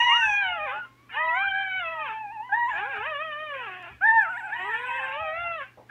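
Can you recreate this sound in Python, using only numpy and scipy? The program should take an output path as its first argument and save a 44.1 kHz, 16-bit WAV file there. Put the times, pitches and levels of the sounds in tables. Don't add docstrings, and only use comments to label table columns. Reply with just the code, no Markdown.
import sys
import numpy as np
from scipy import signal
from scipy.fft import rfft, irfft
from scipy.io import wavfile
from scipy.ndimage import uniform_filter1d

SR = 44100
rng = np.random.default_rng(int(sys.argv[2]) if len(sys.argv) > 2 else 0)


def inscribe(sig):
    pcm = np.round(np.clip(np.atleast_2d(sig).T, -1, 1) * 32767)
    wavfile.write(sys.argv[1], SR, pcm.astype(np.int16))


N = 260359

# [t/s, f/Hz, effort/dB]
LOW_CRIES = [
    [(0.0, 940.4, -17), (0.05, 969, -23), (0.1, 944.5, -21), (0.17, 949, -21.5), (0.25, 871, -26),
     (0.32, 821.6, -27.5), (0.39, 811.7, -29), (0.47, 740, -30), (0.55, 695, -34), (0.6, 612, -36),
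     (0.64, 620, -36.5), (0.69, 498.3, -37), (0.75, 604, -42.5), (0.82, 600, -58)],
    [(1.092, 430, -47), (1.15, 490, -36.5), (1.18, 607.3, -37.5), (1.23, 627.5, -32), (1.32, 662, -35),
     (1.38, 767, -29.5), (1.43, 795.6, -29.5), (1.54, 773.4, -33.5), (1.6, 784, -30.5),
     (1.69, 760.5, -35.5), (1.78, 748.5, -33.5), (1.86, 660, -35), (1.95, 645, -36.5), (2.03, 609, -37),
     (2.12, 420, -43), (2.19, 428, -54)],
    [(2.69, 318.4, -37), (2.75, 332.5, -41), (2.82, 402.5, -40), (2.9, 557.7, -41), (2.97, 411, -41),
     (3.01, 433, -39.5), (3.09, 639.4, -37), (3.165, 565.4, -35), (3.24, 643, -35.5), (3.35, 591.7, -37),
     (3.43, 621, -37.5), (3.52, 569, -38.5), (3.655, 448, -42), (3.69, 377.7, -42.5), (3.8, 363, -47),
     (3.87, 341, -46.5), (3.92, 398, -46), (3.96, 398, -78.5)],
    [(4.52, 330, -41.5), (4.62, 371.1, -40.5), (4.72, 443, -38.5), (4.88, 506.2, -39), (5.0, 527.5, -37.5),
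     (5.1, 530.6, -37.5), (5.15, 563.3, -36.5), (5.22, 644, -35.5), (5.29, 623.7, -35.5),
     (5.42, 693.7, -33.5), (5.56, 650, -37), (5.62, 542, -38.5), (5.7, 514, -64)],
]
# [t/s, f/Hz, effort/dB]
NEAR_CRIES = [
    [(2.49, 767, -44), (2.515, 790, -41), (2.53, 813, -25.5), (2.545, 902, -29), (2.6, 959, -25),
     (2.66, 944, -28), (2.69, 1031, -30.5), (2.73, 825, -35.5), (2.77, 846, -33.5), (2.82, 995, -58)],
    [(2.79, 759, -41), (2.85, 830, -37.5), (2.9, 822, -37.5), (2.98, 729, -39)],
    [(4.008, 703, -39.5), (4.04, 816, -26.5), (4.075, 900, -24), (4.11, 890, -25.5), (4.14, 916, -27),
     (4.18, 894, -24.5), (4.23, 790, -31), (4.28, 645, -36), (4.31, 760, -37.5), (4.35, 700, -34.5),
     (4.37, 790.2, -36.5), (4.387, 993, -33.5), (4.415, 725, -41.5), (4.455, 790, -38.5), (4.49, 697, -42),
     (4.56, 963, -31.5), (4.59, 928, -36.5), (4.68, 975, -32.5), (4.75, 881, -34), (4.82, 1040, -45.5),
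     (4.93, 950, -35), (4.97, 967, -35), (5.02, 775, -41), (5.05, 790, -39.5), (5.11, 666, -55.5)],
    [(5.888, 819, -70.5), (5.903, 858, -35.5)],
]


def gain_of(db):
    return 10 ** (np.asarray(db) / 20)


def evened(x):
    return x / np.sqrt(np.mean(x ** 2) + 1e-20)


def read(points, hz):
    f, value = np.transpose(points)
    return np.interp(np.log(hz + 1), np.log(f + 1), value)


def filtered(x, response):
    return irfft(rfft(x) * gain_of(read(response, np.fft.rfftfreq(N, 1 / SR))), N)


def add(mix, start_s, sound):
    part = mix[round(start_s * SR):][:len(sound)]
    part += sound[:len(part)]


def wobble(size, hz):
    warmup = 9000
    lowpass = signal.butter(2, hz, fs=SR, output="sos")
    return evened(signal.sosfilt(lowpass, rng.standard_normal(size + warmup))[warmup:])


def band_noise(hz, width_hz):
    turn = 2 * np.pi * np.cumsum(hz) / SR
    in_phase = wobble(len(hz), width_hz / 2) * np.cos(turn)
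    return in_phase + wobble(len(hz), width_hz / 2) * np.sin(turn)


def eased(t, s, v):
    step, slope = np.diff(s), np.diff(v) / np.diff(s)
    a, b = slope[:-1], slope[1:]
    inner = np.where(a * b > 0, 2 * a * b / (a + b + 1e-9), 0)
    m = np.r_[slope[0], inner, slope[-1]]
    i = np.clip(np.searchsorted(s, t) - 1, 0, len(step) - 1)
    u = np.clip((t - s[i]) / step[i], 0, 1)
    glide = v[i] + u * u * (3 - 2 * u) * (v[i + 1] - v[i])
    return glide + step[i] * u * (1 - u) * ((1 - u) * m[i] - u * m[i + 1])


def unrolled(rows):
    s, *columns = np.transpose(rows)
    t = np.arange(s[0] - .004, s[-1] + .004, 1 / SR)
    fade = np.clip(np.minimum(t - t[0], t[-1] - t) / .008, 0, 1)
    return max(t[0], 0), fade, [eased(t, s, c) for c in columns]


def background():
    # [f/Hz, relative density/dB]
    air_spectrum = [(60, -0.5), (110, -5), (170, -9.5), (260, 0.5), (420, -9), (800, -14.5), (2000, -12.5),
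                    (4500, -23.5), (9000, -31), (15500, -32.5)]
    air_db, hum_hz, hum_db = -61.5, 120, -64
    air = evened(filtered(rng.standard_normal(N), air_spectrum))
    hum = np.sqrt(2) * np.sin(2 * np.pi * hum_hz * np.arange(N) / SR)
    hum = hum * gain_of(hum_db + 0.4 * wobble(N, 5))
    return gain_of(air_db + 0.11 * wobble(N, 2.3)) * air + hum


def thumps():
    # [t/s, level/dB]
    hits = [(0.244, -45), (0.464, -51.5), (0.595, -54.5), (1.464, -51), (1.756, -53), (2.259, -63),
            (2.702, -52), (2.978, -49), (3.906, -49), (4.134, -55), (5.201, -46.5), (5.367, -48.5),
            (5.43, -46)]
    rise_s, t60_s = 0.0032, 0.49
    out, t = np.zeros(N), np.arange(SR // 4) / SR
    for start_s, db in hits:
        swell = (1 - np.exp(-t / rise_s)) * gain_of(db - 60 * t / t60_s)
        body = np.sin(2 * np.pi * 69 * t) + .6 * band_noise(70 + 0 * t, 95)
        add(out, start_s, swell * body)
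    return out


def room(x):
    t60_s = 0.28
    taps = np.zeros(SR // 2)
    at = np.arange(200, len(taps) - 20, 20)
    at = at + rng.integers(0, 20, len(at))
    taps[at] = rng.choice([-1., 1.], len(at)) * gain_of(-60 * at / SR / t60_s)
    return signal.oaconvolve(x, taps / np.linalg.norm(taps))[:N]


def smacks():
    # [t/s, initial level/dB]
    bursts = [(3.8257, -57), (4.144, -61), (4.1984, -67), (4.2199, -52), (4.2304, -51)]
    t60_s = .012
    out, t = np.zeros(N), np.arange(400) / SR
    for start_s, db in bursts:
        add(out, start_s, gain_of(db - 60 * t / t60_s) * band_noise(7000 + 0 * t, 6000))
    return out


def grunt():
    start_s, rise_s, t60_s = 5.772, 0.0046, 0.27
    level_db, centre_hz, width_hz = -45, 620, 550
    t = np.arange(SR // 6) / SR
    swell = np.minimum(t / rise_s, 1) * gain_of(level_db - 60 * t / t60_s)
    return start_s, swell * band_noise(centre_hz + 0 * t, width_hz)


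def whistle(rows):
    # [t/s, level/dB]
    drive = [(4.18, -99.5), (4.3, -75), (4.39, -69.5), (4.501, -78), (4.62, -71), (4.95, -67.5),
             (5.09, -76)]
    peak_hz, half_width_hz = 7750, 350
    start, fade, (hz, *_) = unrolled(rows)
    db = np.interp(start + np.arange(len(hz)) / SR, *np.transpose(drive))
    tone = 0
    for k in range(8, 12):
        tone = tone + band_noise(k * hz, 70) / (1 + ((k * hz - peak_hz) / half_width_hz) ** 2)
    hiss = gain_of(db - 5.5) * band_noise(9000 + 0 * hz, 5000)
    return start, fade * (gain_of(db) * tone + hiss)


def breath(start_s, hold_s, db, hz):
    rise_db_per_s, fall_db_per_s = 147.5, 332.5
    t, centre = np.arange(N) / SR - start_s, np.full(N, hz)
    rise_db = np.minimum(rise_db_per_s * t, 0)
    fall_db = np.maximum(fall_db_per_s * (t - hold_s), 0)
    hiss = band_noise(centre, 450)
    hiss += gain_of(-12.5 + 1.8 * wobble(N, 25)) * band_noise(1.3 * centre, 1900)
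    hiss += gain_of(-22.5 + 2.5 * wobble(N, 25)) * band_noise(1.7 * centre, 1300)
    return gain_of(db + rise_db - fall_db) * hiss


def breaths():
    # [t/s, hold/s, narrow-hiss level/dB, centre f/Hz]
    puffs = [(0.0, 0.34, -52, 5960), (1.36, 0.0094, -72.5, 6920), (2.68, 0.082, -71.5, 7040)]
    return sum(breath(*row) for row in puffs)


def hoarseness():
    low_shares = [-0.22, 0.93, 0.1, -0.62]
    near_shares = [-12, -10, -14.5, -16]
    low_slack_hz, near_slack_hz = 553, 740
    clearing_db_per_hz, clear_db, tail_db_per_s = 1.6, -19, 251
    out = np.zeros(N)
    for cries, shares, slack_hz in ((LOW_CRIES, low_shares, low_slack_hz),
                                    (NEAR_CRIES, near_shares, near_slack_hz)):
        for rows, share_db in zip(cries, shares):
            start, fade, (hz, effort_db) = unrolled(rows)
            clearing_db = np.clip(clearing_db_per_hz * (slack_hz - hz), clear_db, 0)
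            add(out, start, fade * gain_of(effort_db + share_db + clearing_db))
    fall_db = np.arange(N) * tail_db_per_s / SR
    return gain_of(np.maximum.accumulate(20 * np.log10(out + 1e-9) + fall_db) - fall_db)


def rasp():
    # [f/Hz, gain/dB]
    rasp_throat = [(500, -38), (880, -6.5), (1300, -11.5), (1680, 2), (2100, -6.5), (2550, -1), (3050, -12),
                   (3500, -20), (4400, -39.5)]
    tangle = 0
    for hz in np.arange(600, 3600, 230):
        wander_hz = hz * (1 + .07 * wobble(N, 7))
        partial = np.cos(2 * np.pi * np.cumsum(wander_hz) / SR)
        tangle = tangle + gain_of(5 * wobble(N, 14)) * partial
    air = rng.standard_normal(N) * gain_of(2 * wobble(N, 150))
    return evened(filtered(evened(tangle) + .5 * air, rasp_throat)) * hoarseness()


def cry(rows, mouth, throat, husky, voicing_s, blur, count, firm_count):
    start, fade, (hz, effort_db) = unrolled(rows)
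    size = len(hz)
    hz = uniform_filter1d(hz, size=700, mode="nearest")
    tilt_db = np.interp(np.linspace(0, len(mouth) - 1, size), range(len(mouth)), mouth)
    t = np.arange(size) / SR
    rough = husky + 0.41 * np.exp(-t / 0.0062) * (start > 0) + 0.5 * np.exp((t - t[-1]) / 0.039)
    rough += .3 * np.clip(1 - hz / 520, 0, 1)
    jitter = 0.0037 * wobble(size, 40) + 0.16 * rough * wobble(size, 100)
    turns = np.cumsum(hz * (1 + jitter)) / SR
    tone = 0
    for k in range(1, count + 1):
        upper = k > firm_count
        shimmer_db = 1.62 * wobble(size, 39) + 1.81 * wobble(size, 7.75)
        patchy_db = 6 * upper * wobble(size, 8.7) ** 2
        db = effort_db + read(throat, k * hz) + tilt_db * np.log2(min(k, 3) / 2)
        phase = k * turns + rng.random() + blur * upper * k * wobble(size, 100)
        tone = tone + np.sqrt(2) * gain_of(db + shimmer_db - patchy_db) * np.cos(2 * np.pi * phase)
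    voiced = np.clip(np.minimum(t + (start == 0), t[-1] - t) / voicing_s, 0, 1) ** 2
    return start, fade * voiced * tone * (1 + rough * wobble(size, 520))


def run_of_cries(cries, mouths, **voice):
    out = np.zeros(N)
    for rows, mouth in zip(cries, mouths):
        add(out, *cry(rows, mouth, **voice))
    return out


def far_pup():
    # [t/s, f/Hz, effort/dB]
    far_cries = [
        [(0.25, 999, -45.5), (0.35, 1030, -46.5), (0.42, 985, -43.5), (0.5, 880, -36), (0.72, 800, -34),
         (0.78, 869, -37.5), (0.81, 852, -51.5)],
        [(0.84, 1050, -51), (0.95, 1065, -61), (1.0, 1116, -56), (1.1, 1140, -62)],
        [(1.82, 1046, -49.5), (1.93, 985, -41), (2.02, 880, -38.5), (2.2, 875, -37), (2.295, 805, -39),
         (2.335, 928, -42.5), (2.39, 841, -39), (2.47, 1000, -41), (2.57, 904, -55)],
        [(2.71, 547, -71), (2.83, 832, -33.5), (2.88, 791, -43), (2.98, 795, -38.5), (3.06, 939, -42),
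         (3.14, 1020, -52.5)],
        [(4.2, 888, -46), (4.3, 910, -42.5), (4.37, 968, -46), (4.45, 855, -41), (4.5, 849, -37.5),
         (4.54, 808, -64)],
        [(4.97, 930, -82), (5.02, 871, -42), (5.15, 889, -38), (5.3, 761, -37.5), (5.4, 752, -44),
         (5.48, 909, -50), (5.51, 900, -64)],
    ]
    # [overtone tilt/(dB/octave), ..]
    mouths = [(-1.1, 1.5, 2.3), (0.1, 0.034), (0.1, 0.1, 0.0059, 0.3), (0.2, 0.035), (0.1, 3.6),
              (1.1, 2.4, 1)]
    # [f/Hz, gain/dB]
    throat = [(600, -9.5), (900, 1.5), (1500, -17.5), (2000, -9.5), (2700, -13), (3500, -31.5)]
    return run_of_cries(far_cries, mouths, throat=throat, husky=0.019, voicing_s=0.0091,
                        blur=.008, count=3, firm_count=3)


def high_pup():
    # [t/s, f/Hz, effort/dB]
    high_cries = [
        [(0.04, 946.5, -25.5), (0.11, 1075, -23.5), (0.16, 1396, -32), (0.25, 1559, -28.5), (0.34, 1710, -48),
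         (0.42, 1606, -36.5), (0.48, 1500, -47)],
        [(0.7, 1096, -45), (0.74, 1360, -37), (0.8, 1472, -32.5), (0.85, 1392, -39.5), (0.9, 1440, -74.5)],
        [(1.13, 760, -55.5), (1.18, 898, -33), (1.23, 992.5, -29.5), (1.33, 968, -29.5), (1.41, 1149, -36.5),
         (1.46, 1523, -30), (1.51, 1570, -41.5), (1.55, 1638, -32.5), (1.66, 1644, -35.5), (1.76, 1457, -66.5)],
    ]
    # [overtone tilt/(dB/octave), ..]
    mouths = [(4.8, -1.1, -6), (0.1, 2), (-2, 0.3, -1, 1)]
    # [f/Hz, gain/dB]
    throat = [(700, -5.5), (1000, 0), (1500, 0), (2000, 0), (2300, -4), (2900, -21.5), (3500, -41.5),
              (4300, -68.5)]
    return run_of_cries(high_cries, mouths, throat=throat, husky=0.027, voicing_s=.02,
                        blur=.008, count=3, firm_count=2)


def near_pup():
    # [overtone tilt/(dB/octave), ..]
    mouths = [(0.1, 1, 0.1), (4.4, 7.9), (4.5, -1.5, 4, 5, 0.5, 8, 1, 1.5, 0.1, 6), (11, 5.6)]
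    # [f/Hz, gain/dB]
    throat = [(700, -4.5), (900, 1), (1500, 1), (1800, 4), (2000, -10), (2300, -11), (2900, -27),
              (3700, -30.5), (4300, -53.5)]
    out = run_of_cries(NEAR_CRIES, mouths, throat=throat, husky=0.01, voicing_s=0.0088,
                       blur=.022, count=4, firm_count=2)
    add(out, *whistle(NEAR_CRIES[2]))
    return out


def low_pup():
    # [overtone tilt/(dB/octave), ..]
    mouths = [(1.2, 4.4, 0.77, 6.4, 0.7, 0.1, -0.4), (0.85, 3.3, 1.1, 4.5, 1.7, 1.5),
              (0.53, -1.4, 0.59, 1, -1.6, -3.4, -2.58), (-1.1, -0.95, -0.65, -2.8, 0.82, -0.74)]
    # [f/Hz, gain/dB]
    throat = [(320, -24.5), (400, -8), (500, -10), (650, -3.5), (800, -3), (1200, -1.5), (1700, -0.5),
              (2100, -8), (2600, -1), (3100, -11), (3350, -19.5), (3600, -25.5), (3900, -31), (4600, -77.5)]
    return run_of_cries(LOW_CRIES, mouths, throat=throat, husky=0.015, voicing_s=0.086,
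                        blur=.004, count=10, firm_count=3)


def puppies():
    out = smacks() + breaths() + rasp()
    add(out, *grunt())
    return out + far_pup() + high_pup() + near_pup() + low_pup()


def scene():
    pups = puppies()
    return (background() + thumps() + gain_of(-13) * room(pups) + pups)[None]


def record(dry):
    low_cut_hz, edge_hz = 58, 15750
    thin = signal.sosfilt(signal.butter(3, low_cut_hz, "highpass", fs=SR, output="sos"), dry)
    band_limit = signal.firwin(511, edge_hz, window=("kaiser", 9), fs=SR)
    return signal.oaconvolve(thin, band_limit[None], "same")


dry = scene()
out = record(dry)
inscribe(out)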